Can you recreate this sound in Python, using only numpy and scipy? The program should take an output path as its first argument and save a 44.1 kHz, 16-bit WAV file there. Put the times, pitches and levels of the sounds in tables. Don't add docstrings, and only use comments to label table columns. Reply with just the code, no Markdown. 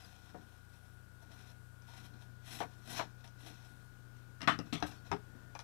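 import sys
import numpy as np
from scipy import signal
from scipy.fft import rfft, irfft
from scipy.io import wavfile
from scipy.ndimage import uniform_filter1d

SR = 44100
rng = np.random.default_rng(int(sys.argv[2]) if len(sys.argv) > 2 else 0)


def store_pcm(level_fs):
    pcm = np.round(np.clip(level_fs, -1, 1) * 32767).astype(np.int16)
    wavfile.write(sys.argv[1], SR, np.atleast_2d(pcm).T)


def voltage_ratio(level):
    return 10 ** (np.asarray(level, float) / 20)


N = 248503

# [f/Hz, level/dB, time to fall 60 dB/s]
BOARD_TONES = [(570, -6, 0.12), (691, 1, 0.068), (937, -2, 0.14), (1160, -12, 0.092), (1390, -26, 0.056),
               (1730, 0.5, 0.12), (2270, -25, .1), (2430, 6, 0.057), (3130, -17.5, 0.12)]
# [f/Hz, level/dB, time to fall 60 dB/s]
BENCH_MIDDLE = [(169, 3.5, 0.3), (277, -13, 0.092), (303.5, 5, 0.15), (323, -2.5, 0.08), (428, -5.5, 0.17)]
BENCH_NEAR = [(109, -7, 0.17), (161, 0.5, .14), (218, 0, 0.11), (251, 2.5, 0.063), (290.3, 0, 0.15),
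              (417, -17, 0.14)]
# [f/Hz, width/Hz, level/dB]
FOAM_MIDDLE = [(2033, 330, 5.5), (2553, 630, 7.3), (3195, 760, 2), (3770, 1530, 6.2), (5110, 390, 3.7),
               (5575, 1110, 1.5)]
FOAM_TREBLE = [(8050, 340, 1.5), (9600, 1870, 2.5), (11400, 1600, -4.5), (13800, 2600, -15)]


def unit(x):
    return x / np.sqrt(np.mean(x ** 2))


def top(x):
    return x / np.max(np.abs(x))


def ring(x, peaks):
    return sum(voltage_ratio(db) * signal.lfilter(*signal.iirpeak(hz, hz / width, fs=SR), x) for hz, width, db in peaks)


def walk(rate, size=N):
    k = int(SR / rate)
    steps = np.repeat(rng.standard_normal(size // k + 1), k)
    return 0.71 * uniform_filter1d(uniform_filter1d(steps, k), k)[:size]


def fade(t, t60):
    return np.exp(-np.log(1000) * t / t60)


def swell(strokes, roundness):
    t = np.arange(N) / SR
    total = np.zeros(N)
    for start, db, rise, hold, fall in strokes:
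        away = np.maximum((start - t) / rise, (t - start - hold) / fall)
        total += voltage_ratio(db - 20 * np.maximum(away, 0) ** roundness)
    return total


def foam_crackle():
    # [f/Hz, width/Hz, level/dB]
    foam_low = [(160, 25, 0.5), (223.7, 44, 1), (284, 42, -2), (415, 34, -8)]
    foam_body = [(525, 88, 0.5), (742, 153, 7.5), (942, 355, 4.5), (1455, 140, 9)]
    cells = rng.standard_normal(N) * voltage_ratio(1.83 * rng.exponential(size=N)) * (rng.random(N) < .4)
    cells = cells * voltage_ratio(0.99 * walk(65) + 2.2 * walk(250))
    rings = []
    for group in (foam_low, foam_body, FOAM_MIDDLE, FOAM_TREBLE):
        total = np.zeros(N)
        for hz, width, db in group:
            narrow = ring(cells, [(hz, width, db)])
            total += voltage_ratio(1.3 * walk(45)) * ring(narrow, [(hz, 3 * width, 0)])
        rings.append(unit(total))
    return rings


def rub(crackle, strokes, roundness, bench_db, body_db, middle_db, sharp_db):
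    levels_db = (bench_db, body_db, middle_db, sharp_db)
    return swell(strokes, roundness) * sum(voltage_ratio(db) * band for db, band in zip(levels_db, crackle))


def shaving(crackle):
    # [t/s, level/dB, rise by 20 dB/s, hold/s, fall by 20 dB/s]
    shaves = [(0.0, -57.5, .02, 0.071, 0.73), (.3, -67.5, 0.2, 0.0088, 0.046), (.42, -75, 0.06, 0.17, 0.15),
              (.738, -66.5, 0.047, .005, 0.18), (.852, -70.5, 0.03, 0.0057, 0.092),
              (1.228, -62, 0.056, 0.0037, .025), (1.315, -59.5, 0.06, 0.041, 0.2),
              (1.39, -66.5, 0.058, 0.045, .1), (1.47, -65, 0.06, 0.053, 0.015),
              (1.88, -60, 0.07, 0.063, 0.04), (1.968, -52, 0.034, 0.014, 0.086),
              (2.05, -57.5, 0.072, 0.016, 0.023), (2.14, -70, .015, 0.0028, .045),
              (2.22, -59.5, 0.092, .005, 0.09), (3.64, -61, 0.05, 0.021, 0.39),
              (4.865, -48, .01, 0.017, 0.082)]
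    return rub(crackle, shaves, 0.59, bench_db=-10.5, body_db=-2.6, middle_db=0.087, sharp_db=-7)


def sweeping(crackle):
    # [t/s, level/dB, rise by 20 dB/s, hold/s, fall by 20 dB/s]
    sweeps = [
        (2.465, -56.5, 0.031, 0.023, .05),
        (2.52, -46.5, 0.073, 0.039, 0.057),
        (2.6, -49.5, 0.041, 0.024, 0.034),
        (2.905, -47, 0.071, 0.032, 0.054),
        (2.965, -45.5, 0.057, 0.026, .035),
        (3.4, -60.5, 0.057, 0.044, 0.054),
        (3.465, -50, 0.023, 0.0168, 0.072),
    ]
    return rub(crackle, sweeps, 0.97, bench_db=-10, body_db=-5.5, middle_db=0.1, sharp_db=-7)


def tearing(crackle):
    # [t/s, level/dB, rise by 20 dB/s, hold/s, fall by 20 dB/s]
    tears = [
        (2.456, -66, .008, .02, .04),
        (2.519, -56.5, .01, 0.043, .04),
        (2.852, -66, .008, .02, .04),
        (2.901, -59, .015, .02, .04),
        (2.97, -64, .03, .01, .03),
        (3.245, -63.5, .005, .005, .03),
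        (4.865, -65, .008, .02, .03),
    ]
    return rub(crackle, tears, 0.66, bench_db=-40, body_db=-20, middle_db=-4, sharp_db=0.1)


def fingers_sliding(crackle):
    # [t/s, level/dB, rise by 20 dB/s, hold/s, fall by 20 dB/s]
    slides = [(2.714, -63, 0.15, .01, 0.14), (3.206, -64, 0.044, .003, 0.048),
              (3.242, -55.5, 0.0056, .003, 0.057), (3.54, -64, .05, 0.079, 0.053),
              (2.975, -44.5, 0.069, 0.024, 0.082), (4.164, -65.5, .02, .005, .1),
              (4.658, -59.5, .02, .005, 0.11), (4.802, -56, 0.0053, .005, 0.024),
              (4.92, -66, .03, 0.05, .06), (5.055, -59.5, .02, 0.015, 0.087),
              (4.42, -66, 0.0092, 0.029, 0.029)]
    return rub(crackle, slides, 0.81, bench_db=-8, body_db=-1.9, middle_db=0.13, sharp_db=-15)


def dragging(crackle):
    # [t/s, level/dB, rise by 20 dB/s, hold/s, fall by 20 dB/s]
    drags = [(.37, -53.5, 0.076, 0.024, 0.1), (2.02, -58, 0.045, 0.0093, 0.138),
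             (2.13, -60, 0.04, 0.034, 0.042), (2.51, -67, 0.032, 0.046, 0.034),
             (2.9, -56, 0.079, 0.017, 0.16), (3.03, -49, 0.051, 0.016, 0.061), (3.44, -57, .04, 0.068, .06),
             (4.645, -53, 0.017, 0.028, 0.046), (4.86, -54.5, 0.038, .01, 0.36),
             (5.35, -60, 0.059, 0.075, 0.064), (2.65, -53.5, .03, .02, 0.07)]
    return rub(crackle, drags, 0.69, bench_db=0.1, body_db=-11.5, middle_db=-37, sharp_db=-44)


def gliding(crackle):
    # [t/s, level/dB, rise by 20 dB/s, hold/s, fall by 20 dB/s]
    glides = [
        (.6, -78, .2, 0.55, 0.17),
        (1.6, -76, 0.16, 0.184, 0.078),
        (2.7, -77, 0.11, 0.1, 0.094),
        (3.7, -77.5, 0.18, 0.13, .2),
    ]
    return rub(crackle, glides, 1.3, bench_db=-22, body_db=-8, middle_db=-39, sharp_db=0.1)


def rubbing():
    crackle = foam_crackle()
    ways = (shaving, sweeping, fingers_sliding, dragging, gliding, tearing)
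    return sum(way(crackle) for way in ways)


def modes(table, t, focus_hz, t60, spread_oct, twin_share, flip):
    hz, db, own_t60 = np.transpose(table)[:, :, None]
    db = db - 6 * np.abs(np.log2(hz / focus_hz)) / spread_oct
    detune = 1 + 0.029 * rng.standard_normal(hz.shape)
    phase = 2 * np.pi * rng.random(hz.shape)
    side = flip ** np.arange(len(hz))[:, None]
    twin = np.sin(2 * np.pi * hz * detune * t + phase) * (1 - fade(t, 0.025))
    pair = np.sin(2 * np.pi * hz * t) + twin_share * twin
    return np.sum(voltage_ratio(db) * side * pair * fade(t, t60 * np.sqrt(own_t60 / np.median(own_t60))), axis=0)


def bench_thud(bench, t, noise):
    t60 = 0.99 * np.median(bench, axis=0)[2]
    strong = modes(bench, t, 300, t60, 5.9, 0.35, 0.97)
    strong = top(strong * (1 - fade(t, 0.0075)) * voltage_ratio(3.7 * walk(46, size=len(t))))
    weak = ring(ring(noise * fade(t, 0.15), [(256, 155, 0)]), [(294, 450, 0)])
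    return strong + voltage_ratio(-10.5) * top(weak)


def contact_crack(t, noise, t60, crack_hz):
    burst = 8.1 * (t == 0) + noise * (fade(t, 0.012) + 0.33 * fade(t, 2.4 * t60))
    total = np.zeros(len(t))
    for hz, width, db in [*FOAM_MIDDLE[1:], *FOAM_TREBLE[:2], (crack_hz, 650, 1.5)]:
        peak = [(hz, width, db - 9 * abs(np.log2(hz / crack_hz)))]
        total += ring(ring(burst, peak), peak)
    return top(total)


def knocks(events, table, bench, t60, spread_oct, rattle_db, chatter_db, push_ms, grip_s, crack_hz):
    out, t = np.zeros(N + SR), np.arange(SR // 3) / SR
    push = np.hanning(int(push_ms * SR / 1000) + 3)
    for start, db, hz, thud_db, crack_db in events:
        noise = rng.standard_normal((4, len(t)))
        blow = (t == 0) + voltage_ratio(chatter_db) * noise[2] * fade(t, 0.31) * (t > .001)
        rattle_bands = [(0.9 * hz, .5 * hz, -3), (0.96 * hz, 0.85 * hz, 0), (1.54 * hz, 1.97 * hz, -3)]
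        rattle = top(ring(ring(noise[0] * fade(t, 2.34 * t60), rattle_bands), rattle_bands))
        tones = modes(table, t, hz, .45 * t60, spread_oct, 0.79, -1.067)
        body = top(signal.fftconvolve(tones, np.convolve(blow, push))[:len(t)])
        thud = bench_thud(bench, t, noise[3])
        crack = contact_crack(t, noise[1], t60, crack_hz)
        grip = np.exp(-(t / grip_s) ** 2)
        held = grip * (top(body + voltage_ratio(rattle_db) * rattle) + voltage_ratio(crack_db) * crack)
        i = int(start * SR)
        out[i:i + len(t)] += voltage_ratio(db) * (held + voltage_ratio(thud_db) * thud)
    return out[:N]


def board_taps():
    # [t/s, peak level/dB, loudest ring f/Hz, bench thud/dB, crack/dB]
    taps = [(1.303, -62, 716, -20, -2), (1.884, -54.5, 830, -10, -10), (1.935, -53, 970, -18, -12),
            (1.967, -62.5, 970, -11, -7), (2.139, -66.5, 598, 1, 9), (2.222, -62, 706, -16, 4),
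            (1.225, -59, 720, -25, -8), (3.2435, -54, 939, -38, 0), (3.254, -75, 1090, -11, -5),
            (3.464, -55, 725, -20, 3), (.742, -61.5, 850, -25, -8)]
    return knocks(taps, BOARD_TONES, BENCH_MIDDLE, t60=0.14, spread_oct=0.42, rattle_db=-6.5,
                  chatter_db=-34.0, push_ms=0.47, grip_s=0.045, crack_hz=3340)


def board_thumps():
    # [t/s, peak level/dB, loudest ring f/Hz, bench thud/dB, crack/dB]
    thumps = [
        (0.345, -44.5, 566, -3, -32),
        (2.603, -28, 685, -18, -14.5),
        (2.618, -36, 900, -16, -15),
    ]
    # [f/Hz, level/dB, time to fall 60 dB/s]
    thump_tones = [(414, -7, 0.22), (474, -6, 0.18), (565, -6, .1), (720, 6.5, 0.094), (942, 1, 0.062),
                   (970, -31.5, 0.21), (1113, -7, 0.073), (1474, -21, 0.18), (1650, -32, 0.2),
                   (1840, -9, 0.15), (2036, -16, 0.1), (2450, -30, 0.088)]
    return knocks(thumps, thump_tones, BENCH_MIDDLE, t60=0.21, spread_oct=2.5, rattle_db=-0.5,
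                  chatter_db=-17.0, push_ms=0.48, grip_s=0.032, crack_hz=3400)


def board_flick():
    # [t/s, peak level/dB, loudest ring f/Hz, bench thud/dB, crack/dB]
    flicks = [
        (2.9925, -34, 920, -21, -10),
        (2.9955, -28.5, 920, -17, -9),
        (3.0105, -33, 766, -20, -6),
        (3.024, -41, 764, -13, -3),
    ]
    # [f/Hz, level/dB, time to fall 60 dB/s]
    flick_tones = [(570, -6, .08), (725, -0.5, 0.15), (830, -9, .06), (933, 1, .08), (1050, -3, .06),
                   (1545, -6, .12), (1734, -9, .14), (2270, -16, .1), (2955, -11, .08), (3160, -9, .08),
                   (3730, -14, .06)]
    return knocks(flicks, flick_tones, BENCH_MIDDLE, t60=0.091, spread_oct=1.6, rattle_db=-3.5,
                  chatter_db=-31, push_ms=0.42, grip_s=0.029, crack_hz=3200)


def knife_ticks():
    # [t/s, peak level/dB, loudest ring f/Hz, bench thud/dB, crack/dB]
    ticks = [
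        (4.406, -43, 1260, -10, -10),
        (4.417, -40, 1500, -4.5, 5),
        (4.43, -41, 1900, -1, -6),
        (4.441, -47.5, 1900, 1, -8),
        (4.5895, -40, 700, 8, 5),
        (4.6, -49, 900, 4, 0),
    ]
    # [f/Hz, level/dB, time to fall 60 dB/s]
    tick_tones = [(680, -8, 0.054), (1260, -5, 0.091), (1880, -4.5, .05), (2780, -6, 0.066),
                  (3200, -15, .06), (3900, -21, .05), (4270, -10, .05), (5500, 4, 0.045), (5750, -10, .05)]
    return knocks(ticks, tick_tones, BENCH_NEAR, t60=0.045, spread_oct=4.0, rattle_db=0.85,
                  chatter_db=-19, push_ms=0.28, grip_s=0.055, crack_hz=5370)


def knife_drop():
    # [t/s, peak level/dB, loudest ring f/Hz, bench thud/dB, crack/dB]
    drops = [
        (4.4752, -18, 1250, -7.5, -12.5),
        (4.484, -26, 1100, -13, -10),
        (4.4975, -30, 1390, -14, -12),
        (4.521, -35.5, 1600, -1, -7),
        (4.538, -43.5, 1600, 2, -8),
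    ]
    # [f/Hz, level/dB, time to fall 60 dB/s]
    knife_tones = [(671, 2, 0.14), (846, 1.5, 0.08), (1030, -6, 0.14), (1110, 1, 0.12), (1250, 5.5, 0.068),
                   (1391, 4, 0.069), (1605, 2.5, 0.18), (1680, -2.5, 0.18), (1853, 5, 0.07),
                   (2120, -12, 0.14), (2570, -13, 0.066), (3050, 1.5, 0.14), (3310, -7, 0.14),
                   (3480, 3, 0.07)]
    bench_left = [(106, -9.5, 0.67), (157, -1, 0.18), (207, -2.5, 0.19), (249, 4, 0.069),
                  (295.8, -1.5, 0.25), (405, -14, 0.29)]
    return knocks(drops, knife_tones, bench_left, t60=0.092, spread_oct=2.4, rattle_db=-1.1,
                  chatter_db=-26, push_ms=0.25, grip_s=0.051, crack_hz=3700)


def knife_rock():
    # [t/s, peak level/dB, loudest ring f/Hz, bench thud/dB, crack/dB]
    rocks = [
        (4.7265, -37.5, 2350, 4, 5),
        (4.7305, -32, 3470, -5, -6),
        (4.738, -37, 3500, -7, -1),
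        (4.752, -38.5, 2400, 4, -5),
        (4.777, -49, 3000, -5, -6),
    ]
    # [f/Hz, level/dB, time to fall 60 dB/s]
    rock_tones = [(732, 2.5, 0.115), (1030, -0.5, 0.086), (1250, 2.5, 0.14), (1870, -3, 0.08),
                  (2170, 1, 0.07), (2620, -13, 0.22), (3058, -7, 0.168), (3190, -7, 0.17), (3480, 0, 0.11),
                  (4032, -13, 0.069), (4317, -12, 0.12), (4990, -18, .15), (6000, -6, .15)]
    return knocks(rocks, rock_tones, BENCH_NEAR, t60=0.042, spread_oct=13.0, rattle_db=1.3,
                  chatter_db=-27.0, push_ms=0.14, grip_s=0.11, crack_hz=3500)


def board_lift():
    # [t/s, peak level/dB, loudest ring f/Hz, bench thud/dB, crack/dB]
    lifts = [
        (4.825, -27, 784, -7, -10.5),
        (4.8345, -37.5, 706, -15, -12),
    ]
    # [f/Hz, level/dB, time to fall 60 dB/s]
    lift_tones = [(678, -4, 0.06), (790, 1, 0.06), (1080, -36, 0.18), (1250, -13, 0.13), (1620, -6.5, 0.14),
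                  (2660, -3.5, 0.04), (3330, -7, .2), (3470, -23, 0.093), (3740, -3, 0.14),
                  (4120, 2, 0.045)]
    bench_edge = [(70, 0, 0.11), (107, -8, 0.19), (179, -7, 0.21), (299.7, 1, 0.22), (395, -17.5, .1)]
    return knocks(lifts, lift_tones, bench_edge, t60=0.077, spread_oct=1.0, rattle_db=-8.0,
                  chatter_db=-33.0, push_ms=0.29, grip_s=0.071, crack_hz=5700)


def board_flop():
    # [t/s, peak level/dB, loudest ring f/Hz, bench thud/dB, crack/dB]
    flops = [
        (5.1155, -25.5, 950, -8, -12),
        (5.126, -29, 800, -11.5, -17),
        (5.1335, -30.5, 940, -7.5, -22),
        (5.146, -44, 1060, -1.5, -10),
        (5.164, -46.5, 1500, -9, -12),
    ]
    # [f/Hz, level/dB, time to fall 60 dB/s]
    flat_tones = [(703, -3, 0.059), (772, -1, 0.051), (903, -1, 0.056), (1064, -8.5, 0.134),
                  (1250, -8, 0.074), (1665, -13, 0.18), (2130, -14.5, 0.11), (2600, -9.5, .05),
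                  (2920, -16, 0.11), (3580, -9, 0.15), (3900, -24, 0.15)]
    bench_flat = [(112, -2, 0.07), (173.3, -0.5, 0.33), (256, -3.5, 0.11), (309, 2.5, 0.17),
                  (412, 5.5, 0.29), (462, -7, .12), (518, -13, 0.11)]
    return knocks(flops, flat_tones, bench_flat, t60=0.068, spread_oct=3, rattle_db=-7,
                  chatter_db=-36.0, push_ms=0.39, grip_s=0.033, crack_hz=5240)


def card_creaks():
    # [t/s, peak level/dB, loudest ring f/Hz, bench thud/dB, crack/dB]
    creaks = [
        (1.821, -63.5, 678, -30, 7),
        (3.276, -61, 668, -30, 9),
        (4.803, -49.5, 890, -30, 0),
        (4.921, -52, 900, -30, -5),
        (5.546, -64, 1110, -25, -18),
        (5.551, -39.5, 942, -19, -6.5),
        (5.591, -44.5, 920, -36, 5),
        (5.602, -53, 869, -29, 4.5),
    ]
    return knocks(creaks, BOARD_TONES, BENCH_MIDDLE, t60=0.16, spread_oct=0.56, rattle_db=-1.6,
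                  chatter_db=-34.0, push_ms=0.11, grip_s=0.027, crack_hz=5850)


def squeaks():
    # [t/s, length/s, f/Hz, level/dB]
    chirps = [
        (4.965, .048, 4450, -73),
        (.008, .02, 5100, -68),
        (.03, .022, 4950, -69),
        (5.29, .23, 1800, -76),
        (4.655, .06, 2600, -75),
        (4.885, .045, 2700, -72),
    ]
    t = np.arange(N) / SR
    total = np.zeros(N)
    for start, length, hz, db in chirps:
        gate = np.clip(np.minimum(t - start, start + length - t) / 0.0015, 0, 1)
        total += voltage_ratio(db + 8.2 * walk(180)) * gate * np.sin(2 * np.pi * hz * t + .5 * walk(100))
    return total


def puffs():
    # [t/s, peak level/dB, length/s]
    gusts = [
        (2.6, -55, .02),
        (2.96, -55, .03),
        (4.833, -53, .02),
        (5.1098, -37.5, .0075),
    ]
    t = np.arange(N) / SR
    total = np.zeros(N)
    for start, db, length in gusts:
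        part = np.clip((t - start) / length, 0, 1)
        total += voltage_ratio(db) * np.sin(2 * np.pi * part ** 1.7) * np.exp(-.8 * part)
    return total


def motor():
    # [multiple, level/dB]
    harmonics = [(1, -75), (2, -74), (6, -79), (8, -87)]
    # [t/s, level/dB]
    third = [(0, -67.5), (1.0, -66.5), (2.0, -67), (3.0, -71), (4.1, -73.5), (4.7, -68), (5.63, -72)]
    fourth = [(0, -72), (1.05, -66), (1.65, -63), (2.6, -61), (4.2, -63), (5.63, -63)]
    # [distance from the whine in beats], then [level/dB]
    beats = [-4, -2, -1, 0, 1, 2, 3, 4, 6]
    beats_db = [-90, -89.5, -84.5, -73, -85, -85, -91.5, -88, -93]
    shaft_hz, whine_hz, beat_hz = 30.03, 1447, 55.7
    t = np.arange(N) / SR
    turn = 2 * np.pi * t
    third_db = np.interp(t, *np.transpose(third))
    fourth_db = np.interp(t, *np.transpose(fourth))
    total = np.zeros(N)
    for k, db in [*harmonics, (3, third_db), (4, fourth_db)]:
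        total += voltage_ratio(db + 1.3 * walk(7)) * np.sin(k * shaft_hz * turn + 6 * rng.random())
    wobble = 1.53 * walk(8)
    for k, db in zip(beats, beats_db):
        flutter_db = 3.0 if k else 1.2
        tone = np.sin((whine_hz + k * beat_hz) * turn + wobble + 6 * rng.random())
        total += voltage_ratio(db + flutter_db * walk(18)) * tone
    return np.sqrt(2) * total


def air():
    # [f/Hz, level per Hz/dB]
    colour = [(20, -9.5), (68, -15.5), (113, -3), (167, -7.5), (640, -18.5), (1570, -18.5), (1800, -24.5),
              (14900, -33.5)]
    hz, db = np.transpose(colour)
    f = np.arange(N // 2 + 1) * SR / N + 1
    shape = voltage_ratio(np.interp(np.log(f), np.log(hz), db))
    hiss = unit(irfft(rfft(rng.standard_normal(N)) * shape, N))
    rumble = unit(ring(rng.standard_normal(N), [(177, 120, 0), (270.0, 54, -12.0)])) * voltage_ratio(4.3 * walk(7.01))
    return voltage_ratio(-71) * hiss + voltage_ratio(-75.5) * rumble


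def room(x, t60, wet_db):
    t = np.arange(SR // 2) / SR
    echoes = rng.standard_normal(len(t)) * fade(t, t60) * (t > .003)
    echoes = echoes / np.sqrt(np.sum(echoes ** 2))
    return x + voltage_ratio(wet_db) * signal.fftconvolve(x, echoes)[:len(x)]


def housing(x):
    # [f/Hz, width/Hz, share removed/0-1]
    shadows = [(4710, 390, .45), (6700, 1000, 0.52), (8950, 710, .4)]
    for hz, width, share in shadows:
        x = x - share * ring(x, [(hz, width, 0)])
    return signal.sosfilt(signal.butter(3, [70, 14500], "band", fs=SR, output="sos"), x)


def scene():
    blows = (board_taps, board_flick, board_thumps, knife_ticks, knife_drop, knife_rock,
             board_lift, board_flop, card_creaks)
    hits = room(sum(blow() for blow in blows), t60=.18, wet_db=-14)
    strokes = room(rubbing(), t60=.15, wet_db=-9)
    near = housing(strokes * voltage_ratio(-7.5) + hits + squeaks())
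    background = voltage_ratio(2 + 0.3853 * np.arange(N) / SR) * (motor() + air())
    mono = near + puffs() + background
    return np.array([2 * mono, 0 * mono])


def low_pass(x):
    return signal.sosfilt(signal.butter(12, 16090, fs=SR, output="sos"), x)


def record(dry):
    mix = signal.sosfilt(signal.ellip(8, .2, 60, 15450, fs=SR, output="sos"), dry)
    return low_pass(mix)


dry = scene()
out = record(dry)
store_pcm(out)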